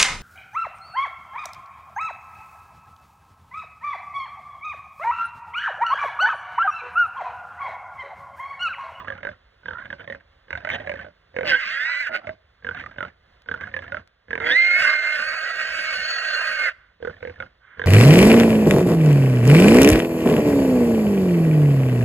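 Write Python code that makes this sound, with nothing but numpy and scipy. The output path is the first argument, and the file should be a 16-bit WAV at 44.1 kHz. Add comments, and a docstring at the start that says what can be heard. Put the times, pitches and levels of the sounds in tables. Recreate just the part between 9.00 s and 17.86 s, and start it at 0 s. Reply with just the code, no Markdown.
"""Runs of rattling grunts from a wild pig, held by a dog in a paddock at night, a few steps away.
Slow flaps of the vocal folds ring its throat; slack folds rattle between and after the grunts.
Twice it breaks into a scream, the first ending in a yelp: a high whistle riding on fast, rough fold pulses.
Air rasps and rumbles with the grunts. Thin moans, soft hisses, dull thumps and snapping stalks
stand over the hush of a still night, made of shaped noise. The dog itself makes no sound."""
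import sys
import numpy as np
from scipy import signal
from scipy.fft import rfft, irfft, next_fast_len
from scipy.io import wavfile
from scipy.ndimage import uniform_filter1d

SR = 44100
rng = np.random.default_rng(int(sys.argv[2]) if len(sys.argv) > 2 else 0)


def store_wav(level_fs):
    """Save 16-bit WAV to argv[1]."""
    pcm = np.round(np.clip(np.atleast_2d(level_fs), -1, 1) * 32767)
    wavfile.write(sys.argv[1], SR, pcm.T.astype(np.int16))


N = 390726
TIME = np.arange(N) / SR

# grunts: start_s, flap_gap_s, flaps (count before rounding), crest (strongest flap, counted from 0),
# level_db (before the grunt gain), pharynx_hz (centre of a small scatter), pharynx_db (relative),
# mouth_hz (at the crest), upper_mouth_db (added to the third throat mode)
GRUNT_ROWS = [(0.082, .0203, 2.8, .8, -14.5, 542.2, -6.5, 1607, -4),
              (.231, .0195, 4, 1.8, -14, 583, -1.5, 1531, -1),
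              (.658, .0252, 4, 1, -17, 499.2, -13, 1497, -9.5),
              (0.903, .025, 2.2, 1, -17, 564.4, -12, 1517, -6.5),
              (1.076, .024, 4.1, 1.5, -16.5, 561, -4.5, 1710, -9.5),
              (1.506, .0235, 3, 1.4, -12, 523.7, -8.5, 1481, 6),
              (1.649, .0235, 1.8, .6, -11, 590.3, -2.5, 1472, 4.5),
              (1.691, .011, 2.7, 1, -11.5, 578.2, -6.5, 1514, 14.5),
              (1.873, .022, 4, 1, -13.5, 567, 6.5, 1614, 10.5),
              (2.046, 0.019, 2.8, 0, -26, 589.8, 8.5, 1490, -3.5),
              (2.365, .0222, 5, 1, -10.5, 515, 5, 1596, 7.5),
              (3.271, 0.0215, 2.4, 1, -16.5, 624.6, 9, 1448, 14.5),
              (3.646, .0215, 4, 2, -13.5, 492.6, -9.5, 1514, -5),
              (3.839, .023, 2, 1, -21.5, 583, -10, 1171, 11.5),
              (3.984, .022, 4, 1.6, -12.5, 587.3, -6.5, 1421, -1),
              (4.487, .0268, 3, 1.4, -11.5, 478.4, -11.5, 1490, -15.5),
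              (4.740, .0252, 3, .8, -12.5, 536.7, -8.5, 1679, 1),
              (4.921, .024, 2.6, 1.3, -12, 585, -5.5, 1411, 4),
              (5.307, .0236, 5, 1.6, -9.5, 467.4, -2.5, 1586, 6),
              (8.026, .0235, 4, 1.8, -14.5, 480.5, 8, 1478, -6.5),
              (8.228, 0.023, 3.5, .9, -17.5, 506.4, 7.5, 1547, 9),
              (8.402, .022, 1.6, .5, -15.5, 518, -3.5, 1382, 2),
              (8.795, .022, 3, 1.4, -10.5, 467.7, -5.5, 1558, -8.5)]
# throat modes above the pharynx: mode_hz (with the mouth tuned to the second row), level_db (relative),
# t60_s (in a grunt)
THROAT_MODES = [(948.4, -20, 0.051), (1518.4, 3.5, 0.0268), (2128, -3.5, 0.0097), (3040, -12, 0.0099),
                (3571, -18, 0.013), (6020, -42, 0.0067)]
# spectrum of low rumble, in the chest or the ground: freq_hz, density_db (relative, per Hz)
RUMBLE_SPECTRUM = [(20, -35.5), (50, -14), (85, 1), (130, -10), (220, -11), (400, -23), (1000, -72)]
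# a flap carries no deep bass
FLAP_LOW_CUT = signal.butter(1, 130, "high", fs=SR)


def from_db(db):
    """Decibels to gain."""
    return 10 ** (np.asarray(db) / 20)


def rms_one(x):
    """Scale to unit rms."""
    return x / np.sqrt(np.mean(x ** 2) + 1e-20)


def read(rows, t):
    """Each column of a curve at the times t."""
    s, *columns = np.transpose(rows)
    return [np.interp(t, s, c) for c in columns]


def at_hz(points, hz, axis=1):
    """One column of a table over log frequency."""
    table = np.array(points)
    return np.interp(np.log(hz), np.log(table[:, 0]), table[:, axis])


def shaped(x, spectrum):
    """Pass x through a spectrum; unit rms."""
    size = next_fast_len(len(x))
    hz = np.maximum(np.arange(size // 2 + 1) * SR / size, 1)
    gain = from_db(at_hz(spectrum, hz))
    return rms_one(irfft(rfft(x, size) * gain, size)[:len(x)])


def wander(t, rate):
    """Random motion of unit rms through rate random points a second."""
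    steps = (t - t[0]) * rate
    return rms_one(np.interp(steps, np.arange(2048), rng.standard_normal(2048)))


def evened(x, window_s=0.035):
    """Hold the running level at one."""
    power = np.abs(uniform_filter1d(x ** 2, max(int(window_s * SR), 1)))
    return x / np.sqrt(power + 1e-6)


def gate(rows, t, fade_s=0.0026):
    """One while a curve lasts, with short fades."""
    inside = np.minimum(t - rows[0][0], rows[-1][0] - t)
    return np.clip(inside / fade_s + 1, 0, 1)


def swell(t, middle, length):
    """A smooth hump of height one."""
    return np.cos(np.pi * np.clip((t - middle) / length, -.5, .5))


def ring(push, hz, t60):
    """A resonance: a unit click sets a sine ringing from height one, dying by 60 dB in t60 seconds."""
    r, w = from_db(-60 / (t60 * SR)), 2 * np.pi * hz / SR
    return signal.lfilter([0, np.sin(w)], [1, -2 * r * np.cos(w), r * r], push)


def add(out, start_s, x):
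    """Mix x in from a given time."""
    i = max(int(start_s * SR), 0)
    out[i:i + len(x)] += x[:max(N - i, 0)]


def night(level_db=-59.5):
    """The faint hush of the open paddock: shaped noise with a slight drift in level."""
    # hush: freq_hz, density_db (relative, per Hz)
    hush_spectrum = [(20, -17), (55, 4.5), (270, -19.5), (550, -11), (900, -17.5), (1600, -11.5),
                     (2500, -20), (3500, -19.5), (5000, -30), (8000, -49.5)]
    drift = from_db(2 * wander(TIME, 6))
    return from_db(level_db) * drift * shaped(rng.standard_normal(N), hush_spectrum)


def thumps():
    """Weight lands dully on soft ground in the struggle: humps of low rumble."""
    # thumps: middle_s, length_s, level_db (rms at the top of the hump)
    landings = [(5.818, 0.029, -44.5), (6.739, 0.089, -56), (6.988, 0.167, -56)]
    envelope = sum(from_db(db) * swell(TIME, middle, length) for middle, length, db in landings)
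    return envelope * shaped(rng.standard_normal(N), RUMBLE_SPECTRUM)


def ticks(ring_hz=3500, snap_s=0.002):
    """Dry stalks snap faintly underfoot: a burst of noise rings a short resonance."""
    # snaps: start_s, peak_db
    snaps = [(4.42, -44), (5.075, -42)]
    out, t = np.zeros(N), TIME[:SR // 20]
    for start, db in snaps:
        burst = rng.standard_normal(len(t)) * np.exp(-t / snap_s)
        snap = ring(burst, ring_hz, snap_s / 2)
        add(out, start, from_db(db) * snap / np.abs(snap).max())
    return out


def hisses():
    """With the folds apart, air only hisses through the throat modes and the open mouth."""
    # hisses: middle_s, length_s, level_db (rms at the top of the hump)
    breaths = [(7.768, 0.401, -55), (8.734, 0.278, -49.5)]
    flow = sum(from_db(db) * swell(TIME, middle, length) for middle, length, db in breaths)
    push = rng.standard_normal(N)
    modes = [(-1) ** k * from_db(db) * rms_one(ring(push, hz, t60 / 2))   # open folds damp the modes
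             for k, (hz, db, t60) in enumerate(THROAT_MODES)]
    return flow * rms_one(sum(modes))


def air(voice, rasp_db=-15, rumble_db=-11, linger_s=0.0344, rasp_lag_s=0.012, rumble_lag_s=0.012):
    """The air that drives the folds rasps in the throat and rumbles in the chest, just behind the voice."""
    # rasp: freq_hz, density_db (relative, per Hz)
    rasp_spectrum = [(150, -9.5), (580, 18), (780, 7.5), (1800, 2.5), (2500, 3.5), (3400, -6), (4800, -4),
                     (7000, -27.5), (10000, -57)]
    window = signal.windows.hann(int(2 * linger_s * SR))
    power = signal.fftconvolve(voice ** 2, window / window.sum(), "same")
    flow = np.minimum(np.sqrt(np.abs(power)), from_db(-36.0))   # the throat passes only so much air
    rasp_flow = from_db(rasp_db) * np.interp(TIME - rasp_lag_s, TIME, flow)
    rasp = rasp_flow * shaped(rng.standard_normal(N), rasp_spectrum)
    rumble_flow = from_db(rumble_db) * np.interp(TIME - rumble_lag_s, TIME, flow)
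    rumble = rumble_flow * shaped(rng.standard_normal(N), RUMBLE_SPECTRUM)
    return rasp + rumble


def moans(gain_db=0, fold_hz=440, side_db=-13, jitter=.032, flutter_db=6):
    """A thin, rising, fluttering whistle, with a side tone a fold rate above and below."""
    # moans, between grunts or under a scream: middle_s, length_s, level_db, pitch_hz (mid-moan), glide_hz_per_s
    moan_rows = [(0.026, 0.2094, -48.5, 1185, 2558), (0.783, 0.1936, -36, 1462, 1926),
                 (2.905, 0.15, -31.5, 1429, 700), (3.755, 0.159, -38.5, 1623, 2810),
                 (4.62, 0.14, -39, 1601, 1966), (5.896, 0.1407, -20.5, 1581, 500.7)]
    out = np.zeros(N)
    for middle, length, db, hz, glide in moan_rows:
        t = middle + TIME[:int(length * SR)] - length / 2
        # stretched time, in seconds at the middle pitch
        warped = np.cumsum(1 + glide * (t - middle) / hz + jitter * wander(t, 250)) / SR
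        tones = 0
        for k in (-1, 0, 1):
            phase = 2 * np.pi * (hz + k * fold_hz) * warped + wander(t, 60)
            tones = tones + from_db(side_db * abs(k)) * np.sin(phase)
        fluttering = rms_one(tones * from_db(flutter_db * wander(t, 150)))
        add(out, t[0], from_db(db + gain_db) * swell(t, middle, length) * fluttering)
    return out


def flap(pharynx_hz, pharynx_db, mouth_hz, dull_db=0, upper_db=0, pharynx_t60=0.076,
         puff=0.0652, puff_s=0.005604, scatter_db=2.5,
         chest_hz=250, chest_db=-17, chest_t60=0.0083, soft_hz=5800):
    """The folds slap shut and let a puff of air through; pharynx, chest and throat modes ring; peak one."""
    # the mouth's ring builds up, starting sharp by a share and sagging back
    rise_s, sharp, sag_s = .0006, .07, .004
    mouth_mode_hz = THROAT_MODES[1][0]
    t = TIME[:SR // 16]
    push = puff * rng.standard_normal(len(t)) * np.exp(-t / puff_s)
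    push[0] += 1   # the slap
    push = signal.lfilter(*signal.butter(2, min(soft_hz, SR / 3), fs=SR), push)
    pharynx = ring(push, pharynx_hz * (1 + .02 * rng.normal()), pharynx_t60)
    chest = ring(push, chest_hz * np.exp(0.11 * rng.normal()), chest_t60)
    out = from_db(pharynx_db) * pharynx / np.abs(pharynx).max()
    out += from_db(chest_db) * chest / np.abs(chest).max()
    for k, (hz, db, t60) in enumerate(THROAT_MODES):
        # the jaw moves the low modes most
        moved = hz * (mouth_hz / mouth_mode_hz) ** min(mouth_mode_hz / hz, 1) ** 2
        mode = ring(push, moved * (1 + .02 * rng.normal()), t60)
        if k == 1:
            early = t + sharp * sag_s * (1 - np.exp(-t / sag_s))
            mode = np.interp(early, t, mode) * (1 - np.exp(-t / rise_s))
        dulling_db = dull_db * max(np.log2(hz / mouth_mode_hz), 0)
        level_db = db + upper_db * (k == 2) - dulling_db + scatter_db * rng.normal()
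        out += (-1) ** (k + 1) * from_db(level_db) * mode / np.abs(mode).max()
    out = signal.lfilter(*FLAP_LOW_CUT, out)
    return out / np.abs(out).max()


def trailing_rattles(mouth_hz=1560, throat_db=-8):
    """The rattle after each grunt, weaker when the grunt is throaty; rows laid out like the snarls."""
    # grunts closer than this make a run: a rattle links them, and a short, softer one trails the last
    run_gap_s = .3
    # level against its grunt; wait after the next-to-last flap; dB lost per dB of pharynx
    rattle_db, delay_s, muffle = -32.5, .012, 0.41
    last_length_s, last_db = .075, -4.5
    rows = []
    next_starts = [row[0] for row in GRUNT_ROWS[1:]] + [np.inf]
    for (start, gap, flaps, _, db, _, pharynx_db, _, _), next_start in zip(GRUNT_ROWS, next_starts):
        last = next_start - start > run_gap_s
        begin = start + (flaps - 2) * gap + delay_s
        length = last_length_s if last else next_start - begin
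        level = db + rattle_db - muffle * pharynx_db + last * last_db
        rows.append((begin + length / 2, max(length, gap), level, mouth_hz, throat_db))
    return rows


def rattles(gain_db=2, flaps_per_s=130, uneven_db=7.0, pharynx_hz=620, chest_below_db=-5,
            jaw_rise=0.051, bright_per_db=0.9941, bright_from_db=-38):
    """Slack folds flutter in quick, uneven, airy flaps while the jaw opens again."""
    # snarls, rattles that stand by themselves: middle_s, length_s, level_db (before gain_db),
    # mouth_hz (centre of a scatter), pharynx_db (relative)
    snarls = [(0.032, 0.135, -39.5, 1120, -8.5), (1.733, 0.0644, -27, 1763, -0.5),
              (1.82, 0.1113, -38, 1785, 2), (1.986, 0.162, -39.5, 1735, -5), (3.236, .1, -44, 1360, 0.5),
              (3.784, 0.0716, -36, 1709, -25)]
    out = np.zeros(N)
    for middle, length, db, mouth_hz, pharynx_db in trailing_rattles() + snarls:
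        # a harder push flutters faster, and brighter
        count = int(length * flaps_per_s * from_db((db + 41.5) / 2)) + 1
        dull_db = -bright_per_db * max(db - bright_from_db, 0)
        train = np.zeros(N)
        places = (np.arange(count) + rng.random(count)) / count - .5   # -0.5 to 0.5 along the rattle
        for place in places:
            size = np.cos(np.pi * place) * from_db(uneven_db * rng.normal())
            opening = mouth_hz * (1 + jaw_rise * place + 0.0681 * rng.normal())
            throat_hz = pharynx_hz * np.exp(0.15 * rng.normal())
            one_flap = flap(throat_hz, pharynx_db, opening, dull_db, puff=0.32,
                            pharynx_t60=0.076, chest_db=pharynx_db + chest_below_db)
            add(train, middle + place * length, size * one_flap)
        out += from_db(db + gain_db) * train * np.sqrt(length * SR / 2 / np.sum(train ** 2))
    return out


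def grunts(gain_db=-1.0, jaw_fall=0.019, first_stir_db=-26):
    """Each grunt is a short train of flaps that swells and fades while the jaw closes."""
    swell_db, fade_db = 3.5, 8   # rise per flap up to the crest; fall from there to the last flap
    out = np.zeros(N)
    for start, gap, flaps, crest, db, pharynx_hz, pharynx_db, mouth_hz, upper_db in GRUNT_ROWS:
        count = int(round(flaps))
        # the folds stir softly one beat before they first shut
        stir = flap(pharynx_hz, pharynx_db + 6, mouth_hz)
        add(out, start - gap, from_db(db + first_stir_db) * stir)
        for k in range(count):
            rise = swell_db * max(crest - k, 0)
            fall = fade_db * max(k - crest, 0) / max(count - 1 - crest, 1)
            jaw_hz = mouth_hz * (1 - jaw_fall * (k - crest))
            one_flap = flap(pharynx_hz, pharynx_db, jaw_hz, upper_db=upper_db)
            add(out, start + k * gap, from_db(db + gain_db - rise - fall) * one_flap)
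    return out


def throat_state(t, row, pitch, levels, waver_db=3.5, drift=0.003974):
    """Fold rate and pharynx follow from the pitch and the levels; the throat starts slack and tightens."""
    tighten_s, slack_rough = 0.068, .1   # time taken to tighten; roughness added by a slack throat
    fold_reference_hz = 2000   # whistle pitch at which the folds run at their listed rate
    pharynx_follows, usual_voice_db = 0.73, -25   # dB per dB of voice above its usual level
    break_s, before_hz, after_hz, follow, _, _, _, _, pharynx_db, _, slack_s, tight_rough = row
    hz = read(pitch, t)[0] * (1 + drift * wander(t, 14))
    whistle_db, voice_db, bright_db, octave_db = read(levels, t)
    slack = np.clip(.5 - (t - levels[0][0] - slack_s) / tighten_s, 0, 1)
    rough = np.clip(tight_rough + slack_rough * slack, 0, 1)
    fold_hz = np.where(t < break_s, before_hz, after_hz) * (hz / fold_reference_hz) ** follow
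    low_db = pharynx_db + pharynx_follows * (voice_db - usual_voice_db)
    whistle_db = whistle_db + waver_db * wander(t, 14)
    return hz, whistle_db, octave_db, voice_db, fold_hz, rough, slack, low_db, bright_db


def stutter(t, slack):
    """Slack folds clap shut at an uneven rate and chop the voice into pulses."""
    rate_hz, uneven, depth = 130, .3, .4
    claps = np.cumsum(rate_hz * np.exp(uneven * wander(t, rate_hz))) / SR
    return 1 + slack * depth * (.5 - 2 * np.cos(np.pi * claps) ** 4)


def growl(t, push, hz, jitter=.01, flutter_db=2, second_db=-13, chest_hz=330, chest_db=-12,
          chest_t60=0.05, gargle_hz=780, gargle_db=-9, gargle_t60=0.012):
    """The slack pharynx sings a hoarse, gliding note and its octave; air gargles in the throat and chest."""
    phase = 2 * np.pi * np.cumsum(hz * (1 + jitter * wander(t, 300))) / SR
    note = np.sin(phase) + from_db(second_db) * np.sin(2 * phase)
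    note = note * from_db(flutter_db * wander(t, 130))
    push = signal.lfilter(*FLAP_LOW_CUT, push)
    chest = from_db(chest_db) * evened(rms_one(ring(push, chest_hz, chest_t60)))
    gargle = from_db(gargle_db) * evened(rms_one(ring(push, gargle_hz, gargle_t60)))
    return rms_one(note) + chest + gargle


def scream(row, pitch, levels, whistle_jitter=0.0046, fold_jitter=0.05, shimmer_db=1.8, third_db=-19,
           pharynx_db=2.5, edge_db=3.5, octave_gain_db=3.0, octave_chop=0.38, lower_side_db=-33,
           spray_db=-12, spray_db_per_octave=16, hiss_share=1.0):
    """A whistle chopped by the folds sprouts side tones a fold rate apart; under strain they tear into noise."""
    # the throat wide open, in zones from pharynx through mouth to edge, then its spray of treble,
    # and the mouth still half shut: each freq_hz, density_db (relative, per Hz)
    pharynx_zone = [(60, -52.5), (180, -21), (330, -23), (480, 1), (620, 12.5), (800, -3.5), (1200, -41),
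                    (2000, -84)]
    mouth_zone = [(600, -71), (950, -28), (1200, -9.5), (1530, 7), (1850, -3), (2100, -10.5), (2400, -15),
                  (3500, -48)]
    edge_zone = [(1500, -30), (2300, -3.5), (2750, -1), (3300, -15.5), (4000, -17), (4700, -12.5),
                 (5800, -33), (9000, -62.5)]
    spray_zone = [(3500, -14.5), (5000, 11), (5900, 0), (7200, 3.5), (8500, -7.5), (11000, -2.5),
                  (16000, -30)]
    half_shut_zone = [(900, -49.5), (1250, -21.5), (1550, 6), (1800, -1.5), (2050, 3.5), (2400, -22),
                      (3500, -57.5)]
    opening_s = 0.695   # the mouth opens fully over the start of a scream
    t = TIME[int((levels[0][0] - .01) * SR):int((levels[-1][0] + .01) * SR)]
    state = throat_state(t, row, pitch, levels)
    hz, whistle_db, octave_db, voice_db, fold_hz, rough, slack, low_db, bright_db = state
    growl_hz, growl_glide, growl_db, growl_swell, _, side_db, slack_s, _ = row[4:]

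    # running phases of whistle and folds
    whistle_shake = whistle_jitter * (.5 + rough) * wander(t, 260) + .005 * wander(t, 25)
    whistle = 2 * np.pi * np.cumsum(hz * (1 + whistle_shake)) / SR
    fold_shake = rough * (fold_jitter * wander(t, 300) + 0.06 * wander(t, 24))
    folds = 2 * np.pi * np.cumsum(fold_hz * (1 + fold_shake)) / SR

    sides = 0
    for k in np.setdiff1d(np.arange(-8, 25), 0):
        # each side tone swells and slips on its own
        tone_swell = from_db(6 * rough * wander(t, 35))
        torn = tone_swell * np.cos(whistle + k * folds + 1.65 * rough * wander(t, 110))
        sides = sides + torn * (hz + k * fold_hz > 100)
    hiss = rng.standard_normal(len(t)) * (1 + 0.39 * np.cos(folds))
    source = np.sqrt(1 - rough ** 2) * rms_one(sides) + hiss_share * rough * hiss

    # a tighter throat sprays more treble
    treble_db = bright_db + spray_db + spray_db_per_octave * np.log2(hz / 2200)
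    zones = [(pharynx_zone, low_db + pharynx_db), (edge_zone, bright_db + edge_db), (spray_zone, treble_db)]
    voice = sum(from_db(db) * evened(shaped(source, zone)) for zone, db in zones)
    opened = np.clip((t - t[0]) / opening_s, 0, 1) ** 2
    mouth = (1 - opened) * shaped(source, half_shut_zone) + opened * shaped(source, mouth_zone)

    # as the whistle drowns in the voice, the side tone just below it holds on in its place
    drowned = np.clip((voice_db - whistle_db) / 10, 0, 1)
    passed = from_db(np.minimum(at_hz(mouth_zone, hz - fold_hz), 0))   # the mouth damps it when it falls low
    lower_gain = from_db(np.minimum(voice_db, lower_side_db) + 4 * wander(t, 13))
    lower = drowned * passed * lower_gain * np.sin(whistle - folds + rough * wander(t, 110))
    voice = voice + from_db(voice_db) * evened(mouth) + np.sqrt(2) * lower

    # the growl glides and swells until the throat tightens
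    age = np.minimum(t - t[0], slack_s)
    groan = from_db(growl_db + growl_swell * age) * slack * growl(t, hiss, growl_hz + growl_glide * age)

    # once the throat is tight, the two side tones just above the whistle stand out
    upper = 0
    for k in (1, 2):
        upper = upper + from_db(k * side_db) / k * np.sin(whistle + k * folds + rough * wander(t, 110))
    upper = (1 - slack) ** 4 * upper
    tone = from_db(whistle_db) * (np.sin(whistle + 1.5 * drowned * wander(t, 150)) + upper)

    # the overtones slip less in phase the higher the whistle; the folds sway them
    slip = .3 * (2200 / hz) ** 3 * wander(t, 400)
    slip = slip + octave_chop * (1 - drowned) * np.sin(folds)
    overtone_gain = from_db(octave_db + octave_gain_db + 2.73 * wander(t, 90))
    third = from_db(third_db) * np.sin(3 * whistle + 2 * slip)
    overtones = overtone_gain * (np.sin(2 * whistle + slip) + third)

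    strain = from_db(shimmer_db * rough * wander(t, 140)) * stutter(t, slack)
    strained = (voice + np.sqrt(2) * (tone + overtones)) * strain
    out = np.zeros(N)
    add(out, t[0], (groan + strained) * gate(levels, t))
    return out


def paddock(x, scatter_db=-25, scatter_t60=0.43):
    """A close reflection and a faint tail from the scrub, picked up by two spaced microphone ports."""
    # the microphone pair: freq_hz, left_minus_right_db, left_lead_rad
    port_curve = [(100, 0, 0), (250, 0, -.5), (450, -6, -1.4), (850, -7, -1.5), (1150, -7, .1),
                  (1880, -7, .3), (2240, -3, -1.6), (2500, -2, -4.2), (3400, 1, -5.3), (4400, 1, -4),
                  (7400, 0, .2), (15500, 0, 12.5)]
    # reflections from ground, bodies and scrub: delay_s, level_db (in the bass; treble is dulled)
    reflections = [(.011, -20)]
    fft_size = next_fast_len(N + SR)
    bins_hz = np.maximum(np.arange(fft_size // 2 + 1) * SR / fft_size, 1)
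    t = TIME[:SR // 2]
    near = 1
    for delay_s, db in reflections:
        near = near + from_db(db) * np.exp(-2j * np.pi * bins_hz * delay_s) / (1 + 1j * bins_hz / 3000)
    halves = np.array([[.5], [-.5]])   # each port takes half of the difference
    lean = from_db(at_hz(port_curve, bins_hz)) ** halves
    turn = np.exp(1j * at_hz(port_curve, bins_hz, axis=2) * halves)
    ports = lean / np.sqrt(np.mean(lean ** 2, axis=0)) * turn
    tail = rng.standard_normal((2, len(t))) * from_db(-60 * t / scatter_t60)
    tail *= from_db(scatter_db) / np.sqrt(np.sum(tail ** 2) / 2)
    return irfft(rfft(x, fft_size) * (near * ports + rfft(tail, fft_size)), fft_size)[:, :N]


def scene():
    """The pig over the hush of the night."""
    # a scream, a short yelp and a long scream, each with one register break: break_s,
    # fold_before_hz, fold_after_hz (at the reference whistle pitch), follow (of the whistle by the folds, 0-1),
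    # growl_hz (at the start), growl_glide_hz_per_s, growl_db (at the start), growl_swell_db_per_s,
    # pharynx_db (at the usual voice, before the zone gain), upper_side_db (against the whistle),
    # slack_s (to mid-tightening), roughness (0-1, once tight)
    scream_rows = [(2.564, 169.6, 280.8, 0.13, 648.4, -1400, -31.5, 9, -52.5, -6, 0.11, .68),
                   (3.158, 172.7, 158.8, 0.6, 650, -500, -36, -65, -36, -16, 0.13, .75),
                   (5.819, 333.2, 284, 1, 441.6, 481, -36.5, 65, -43, -18, 0.1314, .68)]
    # whistle pitch in each, before drift and jitter: time_s, whistle_hz
    pitch_curves = [
        [(2.445, 1759), (2.54, 1515), (2.56, 1630), (2.605, 1620), (2.64, 1120), (2.735, 1595), (2.78, 1664),
         (2.86, 1912), (2.915, 2000), (2.94, 1943), (3.01, 2087), (3.05, 1850), (3.076, 1477)],
        [(3.11, 1401), (3.157, 1458)],
        [(5.405, 1594), (5.5, 1629), (5.535, 1849), (5.58, 2061), (5.81, 2200), (5.85, 2107), (6.21, 2138),
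         (6.29, 2227), (6.65, 2193), (6.83, 2229), (7.0, 2184), (7.13, 2208), (7.4, 2158), (7.53, 2210),
         (7.655, 2142), (7.685, 1963), (7.715, 1395)],
    ]
    # levels in each, before gains and wavering: time_s, whistle_db, rough_voice_db, treble_db, octave_db
    level_curves = [
        [(2.445, -48.5, -47.5, -49, -69.5), (2.49, -35, -27.5, -25, -35.5), (2.52, -14.5, -20, -31.5, -37.5),
         (2.551, -9, -27, -36, -31.5), (2.572, -29.5, -30, -43, -49), (2.62, -34.5, -28.5, -37.5, -47.5),
         (2.67, -38, -31, -34.5, -47.5), (2.77, -26, -28.5, -42.5, -46), (3.06, -29.5, -32.5, -43.5, -51.5),
         (3.075, -22, -28, -40, -57), (3.095, -35.5, -40, -50.5, -66.5)],
        [(3.095, -41, -46.5, -64.5, -63.5), (3.157, -16.5, -27, -33, -54.5), (3.2, -51.5, -52.5, -59, -72)],
        [(5.405, -59.5, -30.5, -57, -63.5), (5.47, -39, -22.5, -38.5, -36.5), (5.505, -22, -23, -35.5, -33.5),
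         (5.57, -15, -32, -39, -39.5), (5.76, -19.5, -24.5, -40.5, -43.5), (5.82, -20.5, -20.5, -30.5, -54),
         (5.9, -19.5, -20, -33.5, -44), (5.96, -23, -25, -41.5, -45.5), (6.12, -22.5, -25, -37.5, -50),
         (6.22, -39, -24.5, -37.5, -49), (6.29, -29.5, -26.5, -41.5, -39), (6.55, -40.5, -28.5, -41, -47.5),
         (6.8, -33.5, -28.5, -36.5, -48.5), (7.13, -43.5, -29, -37.5, -33), (7.24, -49, -27.5, -36.5, -39.5),
         (7.35, -45, -23.5, -37.5, -39.5), (7.57, -38, -26, -38, -41), (7.685, -19.5, -24, -40, -55.5),
         (7.725, -49, -48.5, -57.5, -72)],
    ]
    grunting = grunts() + rattles()
    screaming = sum(scream(row, pitch, levels)
                    for row, pitch, levels in zip(scream_rows, pitch_curves, level_curves))
    background = night() + thumps() + ticks()
    breath = air(grunting) + hisses()
    return paddock(background + breath + moans() + grunting + screaming)


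def record(dry):
    """The loudest peaks are rounded off and the top is cut."""
    cutoff_hz = 15900
    held = dry / (1 + (dry / .92) ** 8) ** (1 / 8)
    return signal.sosfiltfilt(signal.ellip(10, .1, 70, cutoff_hz, fs=SR, output="sos"), held)


dry = scene()
out = record(dry)
store_wav(out)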